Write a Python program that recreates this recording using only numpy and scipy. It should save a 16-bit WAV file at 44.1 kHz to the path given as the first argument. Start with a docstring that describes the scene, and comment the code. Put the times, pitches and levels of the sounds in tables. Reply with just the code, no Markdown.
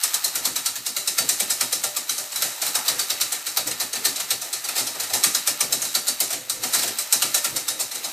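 """Whisk in a steel pot

Small hard kitchen, a phone close to a steel pot on the hob: a wire whisk beats eggs, about nine strokes a second.
At each turn the wires strike the wall one after another: noise cracks and decaying sines ring the damped steel.
Between turns stick-slip clicks scrape over the bottom and bands of noise churn as egg; weighty blows slap the egg
and rock the pot on the hob. A fading noise tail answers as tiles and cupboards, over a low uneven rumble."""
import sys
import numpy as np
from scipy import signal
from scipy.fft import rfft, irfft
from scipy.io import wavfile
from scipy.ndimage import uniform_filter1d

SR = 44100
rng = np.random.default_rng(int(sys.argv[2]) if len(sys.argv) > 2 else 0)


def transcribe(u):
    """Save the signal u as a 16-bit wav file named by the first command-line argument.

    u: samples, shape (n,) or (channels, n), limited to [-1, 1]; the rate is SR.
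    q: integer samples, one column per channel.
    """
    v = np.clip(np.atleast_2d(u).T, -1, 1)
    q = np.round(v * 32767).astype(np.int16)
    wavfile.write(sys.argv[1], SR, q)


N = 358091
HZ = np.fft.rfftfreq(N, 1 / SR)

# blows on the wall; a weighty blow carries egg and hand behind it
# columns: t/s, strength level/dB, weight level against strength/dB, ring t60/s before the register's share
WALL_BLOWS = [(0.034, -6, -24, 0.19), (0.1414, -7, -20, 0.13), (0.2437, -7.5, -15, 0.22),
              (0.3536, -11, -11, 0.25), (0.451, -6, -15.5, 0.23), (0.5607, -8.5, -17.5, 0.23),
              (0.6592, -8, -19, 0.22), (0.7557, -14, -16, 0.22), (0.8624, -11, -13.5, 0.25),
              (0.964, -10.5, -14, 0.29), (1.0746, -10, -14, 0.26), (1.1814, -5.5, -7, 0.23),
              (1.29, -7, -13, 0.28), (1.3995, -6.5, -12.5, 0.23), (1.502, -7.5, -15, 0.25),
              (1.6092, -6.5, -11.5, 0.23), (1.725, -8, -14.5, 0.25), (1.8367, -9.5, -9.5, 0.24),
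              (1.9642, -11, -17.5, 0.25), (2.0934, -9, -20.5, 0.35), (2.178, -15, -10, 0.37),
              (2.32, -18.5, -13, 0.25), (2.358, -12, -17, 0.45), (2.4212, -7.5, -8.5, 0.39),
              (2.6172, -10, -14.5, 0.44), (2.6618, -12.5, -11, 0.19), (2.6747, -16, -29, 0.25),
              (2.7509, -7, -13, 0.19), (2.8524, -16.5, -11, 0.25), (2.8802, -5, -14, 0.28),
              (2.9906, -8.5, -16, 0.28), (3.1004, -8, -13, 0.24), (3.2086, -6.5, -17.5, 0.24),
              (3.3224, -10.5, -12.5, 0.27), (3.464, -12.5, -12.5, 0.28), (3.5708, -5.5, -13, 0.22),
              (3.6707, -12, -10, 0.22), (3.711, -14, -16.5, 0.18), (3.7997, -12, -10, 0.29),
              (3.8104, -11.5, -15, 0.19), (3.93, -14, -7, 0.33), (3.9537, -15.5, -9, 0.33),
              (4.0491, -6, -12, 0.21), (4.0539, -9.5, -26, 0.3), (4.1589, -15, -10.5, 0.45),
              (4.199, -13, -15, 0.2), (4.3055, -5.5, -14, 0.2), (4.4151, -15, -12, 0.33),
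              (4.5293, -13.5, -14, 0.28), (4.6418, -14.5, -17, 0.25), (4.687, -10.5, -16, 0.22),
              (4.7576, -11.5, -8.5, 0.41), (4.7784, -11.5, -13, 0.33), (4.795, -11.5, -8, 0.19),
              (4.8687, -14, -12, 0.25), (4.946, -21.5, 0.5, 0.22), (4.999, -13.5, -7.5, 0.29),
              (5.034, -17.5, -21, 0.29), (5.097, -20, -3, 0.35), (5.134, -8, -10, 0.3),
              (5.1496, -14, -25, 0.18), (5.2357, -2, -17, 0.28), (5.3479, -4.5, -17, 0.21),
              (5.4723, -5.5, -11, 0.2), (5.6062, -6.5, -9.5, 0.21), (5.7243, -7, -11, 0.25),
              (5.8182, -12.5, -9.5, 0.38), (5.8474, -15.5, -21, 0.25), (5.9486, -5.5, -11.5, 0.21),
              (6.0696, -14.5, -11.5, 0.25), (6.0793, -8, -13, 0.19), (6.2013, -7, -12.5, 0.29),
              (6.3039, -13.5, -9.5, 0.27), (6.3271, -12, -10.5, 0.27), (6.4967, -12, -14, 0.29),
              (6.6218, -20, 2.5, 0.3), (6.6348, -11.5, -10.5, 0.45), (6.7325, -9.5, -9.5, 0.33),
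              (6.7448, -6.5, -15, 0.2), (6.7881, -12, -12, 0.36), (6.8294, -7.5, -10.5, 0.25),
              (6.8755, -12.5, -14, 0.13), (6.9846, -12, -12.5, 0.24), (7.1251, -2.5, -13.5, 0.21),
              (7.2205, -5, -12, 0.28), (7.3427, -6, -12, 0.25), (7.4438, -7, -13.5, 0.23),
              (7.5614, -9.5, -14, 0.27), (7.6817, -8.5, -15, 0.25), (7.797, -12.5, -11, 0.15),
              (7.8055, -12.5, -24, 0.29), (7.9149, -18, -13, 0.41), (7.9488, -17.5, -10, 0.22),
              (8.0416, -13.5, -10, 0.38)]
# wires dragged through the egg over the bottom; columns: t/s, slosh level/dB, scrape level/dB
STIRRING = [(0.0, -41, -32), (0.52, -41.5, -37), (0.9, -48, -41), (1.38, -44.5, -35.5),
            (2.15, -43.5, -39.5), (2.85, -36.5, -35), (3.48, -42.5, -39), (4.66, -39.5, -39),
            (5.2, -38.5, -37.5), (6.08, -43, -37), (6.56, -41.5, -43.5), (6.79, -40.5, -32),
            (7.08, -42.5, -37.5), (7.3, -43, -34), (7.73, -42, -42), (8.12, -39.5, -38)]
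# registers of the pot; columns: low edge f/Hz, high edge f/Hz, share of the ring time, rise time constant/ms,
# crack level of a hard blow/dB
POT_REGISTERS = [(306, 740, 0.99, 7.2, 7.5), (963, 3480, 1.3, 2.6, 10.5), (3870, 4370, 1.25, 0.51, 12),
                 (5050, 10370, 1.465, 0.076, 7.5), (10100, 20000, 0.78, 0.19, 7.5)]
# strongest modes of pot and whisk; columns: f/Hz, level against the register/dB, t60/s
POT_MODES = [(487, -1, 0.099), (593.8, -4, 0.28), (781, -5.5, 0.21), (1249, -10, 0.13), (1380, 6, 0.047),
             (1796, -6.5, 0.24), (2528, -5, 0.12), (2440, -23, 0.16), (2833, -6.5, 0.17),
             (3837, -5.5, 0.56), (4010, -9, 0.34), (3945, -17, 0.26), (4540, -14, 0.43), (3985, 2.5, 0.18),
             (4554, 1, 0.26), (4400, -13, 0.32), (4600, -10.5, 0.37), (5180, -10, 0.2), (5350, -11, 0.2),
             (5690, -27, 0.17), (5930, -4, 0.066), (6040, -30.5, 0.14), (6290, -27, 0.16),
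             (6900, -28, 0.097), (7420, -5, 0.059), (7970, -2.5, 0.068), (8190, 0, 0.034),
             (8600, -4.5, 0.13), (9080, -7.5, 0.12)]
# colour of the dense modes; columns: f/Hz, level per Hz/dB
STEEL_COLOUR = [(180, -42), (300, -14.5), (530, -11.5), (770, -2.5), (1080, -1), (1250, 0), (1520, -5),
                (1820, -1), (3380, -1), (3980, 3.5), (4830, 1), (8000, 2), (10200, -0.5), (13900, 10),
                (14600, 3.5)]
# colour of the room's rumble; columns: f/Hz, level per Hz/dB
RUMBLE_COLOUR = [(13, -39), (22, -4), (59, -30), (130, -1.5), (188, -16.5), (312, -2), (411, -21), (500, 1),
                 (650, -17), (1100, -120)]
# how unlike the two ports hear the pot; columns: f/Hz, side minus mid level/dB
PORT_WIDTH = [(60, -10), (110, -10), (200, -8), (380, -10), (700, -12), (1290, -15), (2380, -17),
              (4400, -17.5), (8120, -16), (15000, -5)]
# level against strength for a blow of usual weight; columns: body, wall, rim, bright steel, wire tips level/dB
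REGISTER_VOICE_DB = (-19, -12.5, -12, -2, -7)
# how much weight feeds the low registers; columns: body, wall (dB per dB of extra weight)
LOW_WEIGHT_SHARE = (1.1, .3)

USUAL_WEIGHT_DB = -15
SPOT_SCATTER_DB = 1.5  # each blow lands on another spot and favours other registers
# slap and rocking: level of a usual blow, lag behind the blow, dB per dB of extra weight
SLAP_DB, SLAP_LAG_S, SLAP_SHARE = -28, 0.014, .8
HOB_DB, HOB_LAG_S, HOB_SHARE = -36, 0.018, .9
THUD_SCATTER_DB = 3  # slap and rocking differ from blow to blow
RUMBLE_DB, RUMBLE_SWING_DB = -62, 8.45  # middle level, spread of its wandering
ECHO_DB, ECHO_T60_S = -15, .3
TOP_HZ = 14450


def undb(db):
    """Amplitude of a level in dB."""
    return 10 ** (np.asarray(db) / 20)


def unit(x):
    """Scale to an rms of 1."""
    return x / np.sqrt(np.mean(x ** 2))


def shape(points):
    """Gain at every frequency from (f/Hz, level/dB) points."""
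    hz, db = np.transpose(points)
    return undb(np.interp(np.log(HZ + 1), np.log(hz), db))


def band(lo_hz, hi_hz, order=8):
    """Band-pass gain at every frequency; a higher order is steeper."""
    below = (lo_hz / (HZ + 1)) ** (2 * order)
    above = (HZ / hi_hz) ** (2 * order)
    return 1 / np.sqrt((1 + below) * (1 + above))


def colour(x, gain):
    """Filter by a gain at every frequency."""
    return irfft(rfft(x) * gain, N)


def noise(gain):
    """Coloured noise with an rms of 1."""
    return unit(colour(rng.standard_normal(N), gain))


def walk(rate_hz):
    """Random levels held 1 / rate_hz seconds and slewed twice; rms 1."""
    hold = int(SR / rate_hz)
    steps = np.repeat(rng.standard_normal(N // hold + 1), hold)
    return unit(uniform_filter1d(uniform_filter1d(steps, hold), hold)[:N])


def fade(t, t60):
    """Exponential decay by 60 dB in t60 seconds, never quicker than 0.03 s."""
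    return np.exp(-np.log(1000) * t / max(t60, .03))


def impulses(times, dbs):
    """One click of the given level at each moment."""
    clicks = np.zeros(N)
    clicks[(times * SR).astype(int)] = undb(dbs)
    return clicks


def swells(times, dbs, rise_s, t60):
    """A soft rise and a decay from each moment."""
    t = np.arange(int(SR / 2)) / SR
    swell = (1 - np.exp(-t / rise_s)) * fade(t, t60)
    return signal.fftconvolve(impulses(times, dbs), swell)[:N]


def kitchen(dry):
    """Diffuse echo from tiles and cupboards, its treble dying first, over an uneven low rumble."""
    t = np.arange(SR) / SR
    white = rng.standard_normal(SR)
    dull = signal.lfilter([.3], [1, -.7], white)
    tail = dull * fade(t, ECHO_T60_S) + (white - dull) * fade(t, 0.22 * ECHO_T60_S)
    tail = tail * (1 - np.exp(-t / 0.0093))
    rumble = undb(RUMBLE_DB + RUMBLE_SWING_DB * walk(12)) * noise(shape(RUMBLE_COLOUR))
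    echo = signal.fftconvolve(dry, tail / np.linalg.norm(tail))[:N]
    return undb(ECHO_DB) * echo + rumble


def slosh(db, waver_db=4, tilt_db=-1):
    """Egg round the pot: a soft wet wash of narrow noise bands, each wavering at random, surging after every blow."""
    centres_hz = 330 * 2 ** np.arange(0, 3.4, 1 / 3)
    wash = 0
    for k, hz in enumerate(centres_hz):
        # the two edges almost meet: a narrow hump
        narrow = colour(rng.standard_normal(N), band(hz / 1.19, hz * 0.85, order=3))
        wash = wash + narrow * undb(waver_db * walk(18) + tilt_db * k)
    s, strength_db = np.transpose(WALL_BLOWS)[:2]
    surge = 1.1 + unit(swells(s, 0.94 * strength_db, 0.0077, 0.15))
    return unit(colour(wash, shape(STEEL_COLOUR)) * surge) * undb(db)


def thuds():
    """The egg slaps the wall with a dull lumpy push; the rocking pot makes the hob top boom near 120 Hz."""
    s, db, weight_db = np.transpose(WALL_BLOWS)[:3]
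    extra_db = weight_db - USUAL_WEIGHT_DB
    slap_chance_db, hob_chance_db = THUD_SCATTER_DB * rng.standard_normal((len(s), 2)).T
    slap_db = slap_chance_db + db + SLAP_DB + SLAP_SHARE * extra_db
    hob_db = hob_chance_db + db + HOB_DB + HOB_SHARE * extra_db
    egg = noise(band(208.0, 376.0, order=3)) * undb(0.82 * walk(25))
    boom = np.sin(2 * np.pi * np.cumsum(119 + 9 * walk(8.9)) / SR)
    boom = boom + .5 * noise(band(110.0, 160.0, order=2))
    slap = swells(s + SLAP_LAG_S, slap_db, 0.032, 0.19) * egg
    return slap + swells(s + HOB_LAG_S, hob_db, 0.038, 0.2) * boom


def skid(lead_db=-21, lead_s=0.0067):
    """Level of the scrape that builds up as the wires run up the curve towards each blow."""
    s, db = np.transpose(WALL_BLOWS)[:2]
    decay = np.exp(-np.arange(SR // 8) / SR / lead_s)
    # a decay run backwards in time is a build-up
    return signal.fftconvolve(impulses(s, db + lead_db)[::-1], decay)[:N][::-1]


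def scrape(gain, slips_a_second=4000, scatter_db=5):
    """Tiny stick-slip clicks excite the steel; its strong modes show as narrow peaks."""
    slips = rng.random(N) < slips_a_second / SR
    clicks = slips * undb(scatter_db * rng.random(N)) * rng.standard_normal(N)
    peaks = sum(undb(db) / np.abs(1 + 1j * (HZ - f) * t60 / 5.3) for f, db, t60 in POT_MODES)
    steel = shape(STEEL_COLOUR) * band(1340.0, 7400.0, order=1) * (1 + undb(-4.5) * peaks)
    return unit(colour(clicks, steel)) * gain


def wires(luck, within_ms, scatter_db=4, chatter_ms=40, chatter_db=-9, lead_db=6):
    """Half the contacts are wires landing in quick turn, half their weaker chatter afterwards; total energy 1."""
    late = np.arange(luck.shape[1]) % 2
    at = (np.where(late, chatter_ms, within_ms) * luck[0] ** 1.5 * SR / 1000).astype(int)
    at[0] = 0
    lead = lead_db * (np.arange(len(at)) == 0)
    level_db = scatter_db * luck[1] + chatter_db * late + lead
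    train = np.zeros(at.max() + 1)
    np.add.at(train, at, undb(level_db) * np.sign(luck[2]))
    return train / np.linalg.norm(train)


def blows(ring_db=-14, crack_t60=0.062, spot_db=1.5, hard_db=-10, hard_within_ms=5):
    """Every wire contact cracks and rings the strong modes; the dense modes fill into a smooth fading wash."""
    t, out = np.arange(int(SR / 2)) / SR, np.zeros(N + SR)
    t_mode = t[:8192]  # the strong modes sound for 0.19 s at most
    low_hz, high_hz, share, rise_ms, crack_db = np.transpose(POT_REGISTERS)
    dense = np.array([noise(shape(STEEL_COLOUR) * band(lo, hi)) for lo, hi in zip(low_hz, high_hz)])
    mode_hz, mode_db, mode_t60 = np.transpose(POT_MODES)
    home = np.clip(np.searchsorted(low_hz, mode_hz) - 1, 0, None)  # register of each mode
    # the low registers swell in more slowly than the high ones
    rise = 1 - np.exp(-1000 * t / np.maximum(rise_ms, .1)[:, None])
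    favours = SPOT_SCATTER_DB * rng.standard_normal((len(WALL_BLOWS), len(POT_REGISTERS)))
    for (s, db, weight_db, t60), favour_db in zip(WALL_BLOWS, favours):
        luck = np.vstack([rng.random(28), rng.standard_normal((2, 28))])  # 28 contacts: time, level, sign
        spot, start = rng.standard_normal((2, len(mode_hz))), rng.integers(N - len(t))
        # a glancing blow cracks less and its wires land over a longer time
        soft_db = max(hard_db - db, 0)
        land_ms = hard_within_ms * undb(0.79 * soft_db)
        steel = dense[:, start:start + len(t)]
        ring = steel * undb(crack_db - 0.087 * soft_db)[:, None] * fade(t, crack_t60)
        # the spot struck shifts each mode's pitch and level a little
        spot_hz = mode_hz * (1 + 0.0031 * spot[0])
        spot_gain = undb(mode_db + spot_db * spot[1])
        for r, f, g, decay in zip(home, spot_hz, spot_gain, mode_t60):
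            ring[r, :8192] += g * np.sin(2 * np.pi * f * t_mode) * fade(t_mode, decay)
        # the wash is the same steel noise run backwards, filling in while the wires land
        fill = 1 - np.exp(-t * 1000 / (1.14 * land_ms))
        wash = steel[:, ::-1] * [fade(t, t60 * k) for k in share] * fill
        extra_db = np.r_[LOW_WEIGHT_SHARE, 0, 0, 0] * (weight_db - USUAL_WEIGHT_DB)
        gains = undb(db + ring_db + favour_db + REGISTER_VOICE_DB + extra_db)
        contacts = signal.fftconvolve(gains @ (ring * rise), wires(luck, land_ms))[:len(t)]
        i = int(s * SR)
        out[i:i + len(t)] += contacts + gains @ (wash * rise)
    return colour(out[:N], band(280.0, SR / 2, order=3))


def ports(mid):
    """Short reflections reach the phone's two ports unequally and shift as the whisk travels round the pot."""
    side = 0
    for _ in range(2):
        turn = np.cumsum(110 * walk(25)) / SR  # wandering angle, radians
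        for blend in (np.cos(turn), np.sin(turn)):
            paths = rfft(rng.standard_normal(N) * fade(np.arange(N) / SR, .05))
            # level the broad spectrum, keep the fine comb of the reflections
            broad = np.sqrt(2 * uniform_filter1d(np.abs(paths) ** 2, size=1500))
            side = side + blend * colour(mid, paths / broad)
    side = colour(side, shape(PORT_WIDTH) * band(60., SR / 2, order=2))
    return np.array([mid + side, mid - side])


def scene():
    """Pot, egg and hob with the kitchen's answer, as they reach the two ports close by."""
    s, *columns = np.transpose(STIRRING)
    slosh_db, scrape_db = (np.interp(np.arange(N) / SR, s, c) for c in columns)
    pot = blows() + thuds() + scrape(undb(scrape_db) + skid()) + slosh(slosh_db)
    # the bounce off the worktop thins a narrow band near 1.1 kHz
    worktop = 1 - .7 / (1 + ((HZ - 1090) / 50.) ** 2)
    return ports(colour(pot + kitchen(pot), worktop))


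def record(dry):
    """The phone cuts the top steeply: an elliptic low-pass at TOP_HZ."""
    top_cut = signal.ellip(10, .2, 80, TOP_HZ, fs=SR, output="sos")
    return signal.sosfilt(top_cut, dry)


dry = scene()
out = record(dry)
transcribe(out)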